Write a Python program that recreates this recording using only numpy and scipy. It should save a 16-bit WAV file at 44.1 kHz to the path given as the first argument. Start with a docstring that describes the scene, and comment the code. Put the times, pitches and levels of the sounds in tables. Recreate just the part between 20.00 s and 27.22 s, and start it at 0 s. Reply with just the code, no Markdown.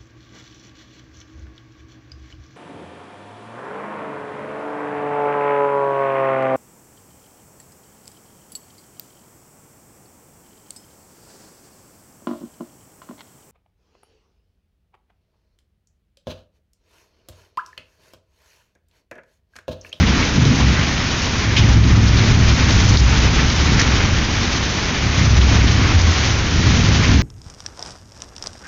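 """Thunder and heavy rain

Long thunder rolls swell and fade, heard from a porch beside a brick house; the porch booms along.
Water from the roof edge splats on the paving, near drops patter, and far ones merge into a wash
over the driveway and yard. The recorder's limiter turns the rain down under the biggest peals."""
import sys
import numpy as np
from scipy.fft import rfft, irfft, next_fast_len
from scipy.io import wavfile
from scipy.ndimage import uniform_filter1d, minimum_filter1d, map_coordinates

SR = 44100
rng = np.random.default_rng(int(sys.argv[2]) if len(sys.argv) > 2 else 0)


def unload_wav(signal):
    """Save mono or channel-first audio to the path in sys.argv[1] as 16-bit WAV at rate SR, clipped to [-1, 1]."""
    wavfile.write(
        sys.argv[1],
        SR,
        np.round(np.clip(np.atleast_2d(signal).T, -1, 1) * 32767).astype(np.int16),
    )


N = 318402

# Peals of thunder: (start [s], length [s], boom [dB], growl [dB], grumble [dB], porch drone [dB])
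PEALS = [(-.06, .061, -11.5, -18, -15.5, -37), (0.088, 0.09, -34.5, -34, -24, -34),
         (0.324, .1, -20.5, -16, -21, -20), (0.415, 0.099, -28.5, -17, -20, -32),
         (0.598, .09, -25, -21, -23, -20.5), (0.74, 0.072, -23, -25, -40, -37),
         (1.17, 0.23, -27.5, -42, -41, -34), (1.443, 0.17, -23.5, -30.5, -30.5, -17),
         (1.557, 0.096, -17.5, -18.5, -22, -16), (1.719, 0.31, -16.5, -16, -19, -10),
         (2.068, .36, -16, -17.5, -21.5, -14), (2.504, .45, -15.5, -22, -25, -23),
         (2.82, 0.13, -17.5, -22.5, -29, -15), (2.975, .076, -20, -20.5, -35, -28),
         (3.107, .36, -19.5, -23, -28.5, -26), (3.54, .08, -16, -25.5, -33, -32),
         (3.646, .12, -22, -19.5, -23, -22.5), (3.834, 0.09, -16.5, -26, -26.5, -29),
         (3.998, 0.18, -20.5, -26, -40, -24), (4.298, .33, -26, -44, -33, -29.5),
         (4.996, 0.13, -21.5, -30, -36.5, -23.5), (5.144, 0.13, -19.5, -20.5, -26.5, -20),
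         (5.234, .09, -17.5, -27, -30, -18.5), (5.337, 0.087, -12, -27.5, -20.5, -18),
         (5.495, .34, -17, -24.5, -25, -17), (5.919, 0.1, -13, -32, -30.5, -27),
         (6.17, 0.2, -21.5, -32, -32.5, -22.5), (6.504, .18, -17, -21.5, -24, -25.5),
         (6.617, 0.27, -19.5, -23, -28, -26.5), (6.8, .23, -19, -22, -24.5, -22.5),
         (7.064, .12, -11.5, -19, -17, -16)]
# The tone of three layers of thunder, from low to high: (frequency [Hz], level [dB])
BOOM_TONE = [(38, -31), (50, -14), (60, -10), (82, -3.5), (96, -1.5), (112, -20), (200, -43.5)]
GROWL_TONE = [(70, -26.5), (112, -7.5), (130, 5.5), (175, 1), (210, -8.5), (300, -18), (900, -54.5)]
GRUMBLE_TONE = [(130, -20), (195, 2), (240, 2), (300, -3.5), (400, -11), (550, -21.5), (900, -40.5),
                (2000, -72)]
def thunder_peals(drone_hz=107.2):
    """Crowds of shock waves from the lightning, dulled by distance, make the porch ring."""
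    starts, lengths, boom_db, growl_db, grumble_db, drone_db = np.transpose(PEALS)
    boom = unit(coloured(shocks(), BOOM_TONE))
    porch_boom = unit(resonance(boom, hz=65.5, width_hz=9))
    boom = steadied(boom + amp(1.0) * porch_boom, span_s=0.066)
    # the porch's sharpest note rings so long that it is almost a pure tone
    drone = resonance(shocks(), drone_hz, width_hz=2.5)
    drone = steadied(resonance(drone, drone_hz, width_hz=4.6), span_s=0.1)
    growl = steadied(porch(coloured(shocks(), GROWL_TONE)), span_s=0.054)
    # nearer branches of the lightning keep more of their upper bass
    grumble = steadied(porch(coloured(shocks(), GRUMBLE_TONE)), span_s=0.15)
    # the floor is the distant echo left between peals
    layers = [(boom, boom_db, -27), (drone, drone_db, -33.5),
              (growl, growl_db, -30), (grumble, grumble_db, -31)]
    return sum(sound * surges(starts, lengths, levels_db, rise_s=0.044, fade_s=0.95, floor_db=floor_db)
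               for sound, levels_db, floor_db in layers)


def shocks():
    """Shock waves arrive at random from all along the lightning's path."""
    return impacts(per_second=800, spread_db=3.5)


# The weaker, higher notes of the air in the porch: (pitch [Hz], width [Hz], level [dB])
PORCH_NOTES = [(121, 27, -4.5), (195, 22, -11.5), (243, 14, -4.5), (281, 17, -13.5)]
def porch(x):
    """The air in the porch adds its own ringing to a sound."""
    return x + sum(amp(db) * resonance(x, hz, width) for hz, width, db in PORCH_NOTES)


# Slow swells of the deepest thunder: (start [s], length [s], level [dB])
SWELLS = [(-.1, 0.37, -28.5), (0.758, 0.19, -32), (1.501, 0.39, -22.5), (1.881, 0.67, -20.5),
          (2.55, .85, -22.5), (3.555, .7, -25.5), (5.149, .45, -27), (5.751, 0.19, -21.5),
          (6.205, 1.3, -29.5)]
# Their tone: (frequency [Hz], level [dB])
RUMBLE_TONE = [(6, -13), (12, -17.5), (24, -6.5), (42, 3), (54, -2), (90, -42)]
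def deep_rumble():
    """The lowest part of the shock waves rises and falls slowly under the peals."""
    rumble = steadied(coloured(shocks(), RUMBLE_TONE), span_s=0.13)
    return rumble * surges(*np.transpose(SWELLS), rise_s=0.22, fade_s=1.2, floor_db=-33.5)


# Deep rolls of thunder: (start [s], length [s], pitch [Hz], level [dB])
ROLLS = [(0.598, 0.079, 66.5, -14.5), (1.681, 0.14, 63.5, -11.5), (1.893, 0.22, 63.95, -13.5),
         (2.225, 0.31, 68.75, -17.5), (2.874, 0.079, 69.8, -16), (3.001, 0.038, 61.15, -7),
         (3.171, 0.083, 61.8, -15.5), (5.293, 0.21, 64.7, -15), (5.6, 0.078, 61.6, -12.5),
         (5.94, 0.16, 84.3, -15), (6.799, 0.086, 65.7, -24), (7.097, 0.15, 64.7, -11)]
def thunder_rolls():
    """Now and then the shock waves fall into step on one low note."""
    return placed((start, db, roll(length, hz)) for start, length, hz, db in ROLLS)


def roll(length_s, hz, wander=0.82, rise_s=0.02, fade_s=0.46):
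    """One low, slightly wavering note swells, holds and dies away."""
    t = np.arange(SR) / SR
    drift = wander * np.cumsum(rng.standard_normal(SR)) / np.sqrt(SR)
    note = unit(np.sin(2 * np.pi * (hz * t + rng.random()) + drift))
    return note * np.minimum(t / rise_s, 1) * fade(t, length_s, fade_s)


# Big gobs of falling water: (time [s], level [dB], pitch [Hz], fade time [s], pouring time [s])
BIG_SPLATS = [(.028, -22.5, 1880, 0.08, 0.011), (.0650, -22.5, 3180, 0.095, 0.0074),
              (.226, -23.5, 2280, .06, .008), (.765, -26, 1740, .2, 0.037),
              (1.5649, -16.5, 2910, .15, .019), (1.566, -25, 5660, 0.095, .023),
              (1.8366, -23, 3220, 0.086, .004), (2.0745, -23, 4850, .13, 0.011),
              (2.134, -27, 2170, .078, .006), (2.169, -22, 3930, 0.16, 0.0062),
              (2.4981, -22.5, 3490, .07, .004), (2.724, -22.5, 5100, .058, 0.0046),
              (2.888, -19.5, 6010, .086, 0.0081), (2.9714, -12.5, 4140, .03, 0.0013),
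              (2.975, -19.5, 5160, .015, .032), (3.385, -25.5, 2050, 0.12, 0.022),
              (3.685, -27, 2200, 0.1, .008), (3.7925, -16, 1890, 0.07, 0.0043),
              (3.797, -16.5, 6020, .04, .005), (3.808, -20.5, 1910, 0.08, .004),
              (3.849, -27.5, 1700, .08, .004), (5.215, -23.5, 2150, 0.087, .008),
              (5.412, -21, 2910, 0.11, 0.0066), (5.669, -23, 3560, .08, 0.014),
              (6.011, -19, 5830, 0.045, 0.0086), (7.047, -21, 2330, .06, 0.0074)]
def roof_splats(small_count=110):
    """Water falls off the roof edge in big splats, with many small ones at random."""
    when, size, pitch, life = rng.random((small_count, 4)).T
    level_db = -35.5 + 4 * (size - .5)
    pitch_hz = 1200 * 5 ** pitch
    fade_s = 0.2 * (.5 + life)
    pour_s = np.full(small_count, 0.004)
    small = list(zip(when * N / SR, level_db, pitch_hz, fade_s, pour_s))
    return placed((start, db, splat(*shape)) for start, db, *shape in BIG_SPLATS + small)


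def splat(hz, fade_s, pour_s, slap=2.2, grit_db=2.0):
    """A gob slaps the paving and pours for a moment; its droplets fall back in a dying crackle."""
    t = np.arange(SR // 4) / SR
    noise, sizes = rng.standard_normal((2, len(t)))
    droplets = noise * amp(grit_db * unit(uniform_filter1d(sizes, size=60)))
    width_hz = 0.66 * hz
    crackle = unit(resonance(resonance(droplets, hz, width_hz), hz, width_hz))
    return crackle * fade(t, pour_s, fade_s) + slap * tap(hz)


def tap(hz, cycles=2.5):
    """Water hits a hard surface with a tick that dies within a few vibrations."""
    t = np.arange(SR // 4) / SR
    return np.sin(2 * np.pi * hz * t) * np.exp(-t * hz / cycles)


# Single drops close to the porch: (time [s], level [dB], pitch [Hz])
DRIPS = [(.0403, -15, 2100), (.4521, -13, 3880), (.9804, -15.5, 3020), (1.2195, -16, 5300),
         (1.571, -8, 2400), (1.5805, -9.5, 3400), (1.7305, -15, 2500), (3.1062, -16, 2550),
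         (3.502, -10.5, 5230), (3.7958, -7.5, 5040), (3.8168, -3, 5980), (3.9987, -15.5, 2600),
         (4.186, -13.5, 3820), (5.6194, -8.5, 2200), (6.011, -11.5, 4520), (7.0536, -8.5, 2510),
         (7.117, -12, 4570)]
def drips(spatter_db=-14):
    """Each close drop taps and throws a brief spatter."""
    return placed((start, db, tap(hz) + amp(spatter_db) * splat(hz, fade_s=0.019, pour_s=0, slap=0))
                  for start, db, hz in DRIPS)


# How hard it rains: (time [s], wash level [dB], spray level [dB])
RAIN_STRENGTH = [(0, -22.5, -24.5), (.25, -22, -23.5), (.42, -25.5, -25.5), (.55, -23, -24),
                 (.8, -22.5, -25), (1.05, -24, -25.5), (1.22, -24.5, -23), (1.5, -24, -26.5),
                 (1.95, -22.5, -24), (2.2, -19, -19.5), (2.42, -22.5, -23), (2.6, -20, -21),
                 (2.75, -22, -22), (2.92, -22.5, -21), (3.12, -21.5, -22), (3.28, -21, -22.5),
                 (3.4, -22, -23.5), (3.52, -24.5, -22.5), (3.7, -22, -22.5), (3.85, -21.5, -21.5),
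                 (4.0, -21, -23), (4.17, -24, -25), (4.4, -24, -24.5), (4.55, -23, -23), (4.7, -24.5, -24),
                 (5.1, -24, -25.5), (5.33, -23, -22), (5.55, -20, -23), (5.7, -23, -23.5),
                 (5.87, -21.5, -24), (6.08, -22.5, -22.5), (6.26, -21.5, -21), (6.36, -24, -25),
                 (6.55, -25.5, -24), (6.68, -22, -21.5), (6.85, -22, -22.5), (7.02, -22, -22),
                 (7.22, -21, -22)]
# The tone of the dull wash and the bright spray: (frequency [Hz], level [dB])
WASH_TONE = [(100, -6), (300, 0), (600, -7), (1000, -5.5), (1500, -5), (2300, -4.5), (2900, -9),
             (4000, -14.5), (6000, -18.5), (7400, -37)]
SPRAY_TONE = [(800, -22), (2000, -18), (3000, 0.5), (3800, 0.5), (4800, -1), (5900, 0.5), (6400, -1),
              (7400, -4)]
def rain():
    """Countless far drops merge into a wash; nearer ones patter in uneven flurries."""
    wash_db, spray_db = curves(RAIN_STRENGTH)
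    flurry_db = 0.54 * wobble(45)  # wash and spray flicker together
    far = unit(coloured(rng.standard_normal(N), WASH_TONE))
    near = unit(coloured(impacts(per_second=1100, spread_db=3.0), WASH_TONE))
    wash = unit(far + amp(-6.0) * near) * amp(flurry_db + 0.28 * wobble(50))
    mist = unit(coloured(rng.standard_normal(N), SPRAY_TONE))
    ticks = unit(coloured(impacts(per_second=1600, spread_db=4.5), SPRAY_TONE))
    spray = unit(mist + amp(-5.5) * ticks) * amp(0.97 * flurry_db + 1.1 * wobble(55))
    return amp(wash_db) * wash + amp(spray_db) * spray


def amp(db):
    """Turn decibels into a number to multiply by."""
    return 10 ** (np.asarray(db) / 20)


def unit(x):
    """Scale a sound to an average strength (rms) of 1."""
    return x / np.sqrt(np.mean(x ** 2) + 1e-20)


def curves(rows):
    """Join a table's points with lines: one curve for each column after the time."""
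    times, *columns = np.transpose(rows)
    return [np.interp(np.arange(N) / SR, times, column) for column in columns]


def wobble(per_second):
    """A smooth curve through evenly spaced random values."""
    points = rng.standard_normal(int(N * per_second / SR) + 4)
    return map_coordinates(points, [np.arange(N) * per_second / SR])


def impacts(per_second, spread_db):
    """Clicks of random size at random times."""
    happens = rng.random(N) < per_second / SR
    size_db = spread_db * np.minimum(rng.standard_normal(N), 2.5)
    sign = rng.choice([-1, 1], N)
    return unit(happens * sign * amp(size_db))


def filtered(x, response):
    """Multiply each frequency in a sound by response(frequency)."""
    padded = next_fast_len(len(x) * 5 // 4)
    hz = np.fft.rfftfreq(padded, 1 / SR)
    return irfft(rfft(x, padded) * response(hz), padded)[:len(x)]


def coloured(x, tone):
    """Shape a sound's bass and treble with a tone table."""
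    points_hz, db = np.transpose(tone)
    return filtered(x, lambda hz: amp(np.interp(np.log(hz + 1), np.log(points_hz), db)))


def resonance(x, hz, width_hz):
    """Make a sound ring at one pitch; a smaller width rings longer."""
    return filtered(x, lambda f: 1j * f * width_hz / (hz * hz - f * f + 1j * f * width_hz))


def steadied(x, span_s):
    """Even out a sound so its strength stays near 1 over each span."""
    size = max(int(span_s * SR), 2)
    x = unit(x)
    power = uniform_filter1d(uniform_filter1d(x ** 2, size), size)
    return x / np.sqrt(np.abs(power) + 1e-3)


def fade(t, hold_s, fade_s):
    """Stay at full volume for hold_s, then drop 60 dB every fade_s."""
    return amp(-60 * np.maximum(t - hold_s, 0) / fade_s)


def surges(starts, lengths, levels_db, rise_s, fade_s, floor_db):
    """A volume curve: surges rise, hold and fade, adding their power to a steady floor."""
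    t = np.arange(0, N, 64) / SR
    age = t - starts[:, None]
    each = amp(levels_db[:, None]) * np.clip(age / rise_s, 0, 1) * fade(age, lengths[:, None], fade_s)
    power = amp(floor_db) ** 2 + np.sum(each ** 2, axis=0)
    return np.interp(np.arange(N) / SR, t, np.sqrt(power))


def placed(events):
    """Mix events given as (time [s], level [dB], sound)."""
    mix = np.zeros(N + 2 * SR)
    for start, db, sound in events:
        mix[max(round(start * SR), 0):][:len(sound)] += amp(db) * sound
    return mix[:N]


def scene():
    """Thunder and falling water, mixed into one channel."""
    thunder = thunder_peals() + deep_rumble() + thunder_rolls()
    return (thunder + roof_splats() + drips() + rain())[None]


def limiter(x, ceiling_db=-3.0, hold_s=0.0095, recovery_db_per_s=70):
    """Peaks over the ceiling pull the whole sound down; the volume then creeps back."""
    size = int(hold_s * SR)
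    needed_db = np.minimum(0, ceiling_db - 20 * np.log10(np.abs(x) + 1e-9))
    held_db = minimum_filter1d(needed_db, size)
    recovery_db = recovery_db_per_s * np.arange(N) / SR
    gain_db = np.minimum.accumulate(held_db - recovery_db) + recovery_db
    return x * amp(uniform_filter1d(gain_db, size))


# How the microphone loses treble: (frequency [Hz], level [dB])
MICROPHONE_TONE = [(6200, 0.5), (6600, -1.5), (7000, -6.5), (7300, -14.5), (7500, -26.5)]
def record(dry, top_hz=7480):
    """A small mono recorder dulls the treble, holds down peaks and cuts off the highest sounds."""
    sound = limiter(coloured(dry[0], MICROPHONE_TONE))
    return filtered(sound, lambda hz: hz < top_hz)[None]


dry = scene()
out = record(dry)
unload_wav(out)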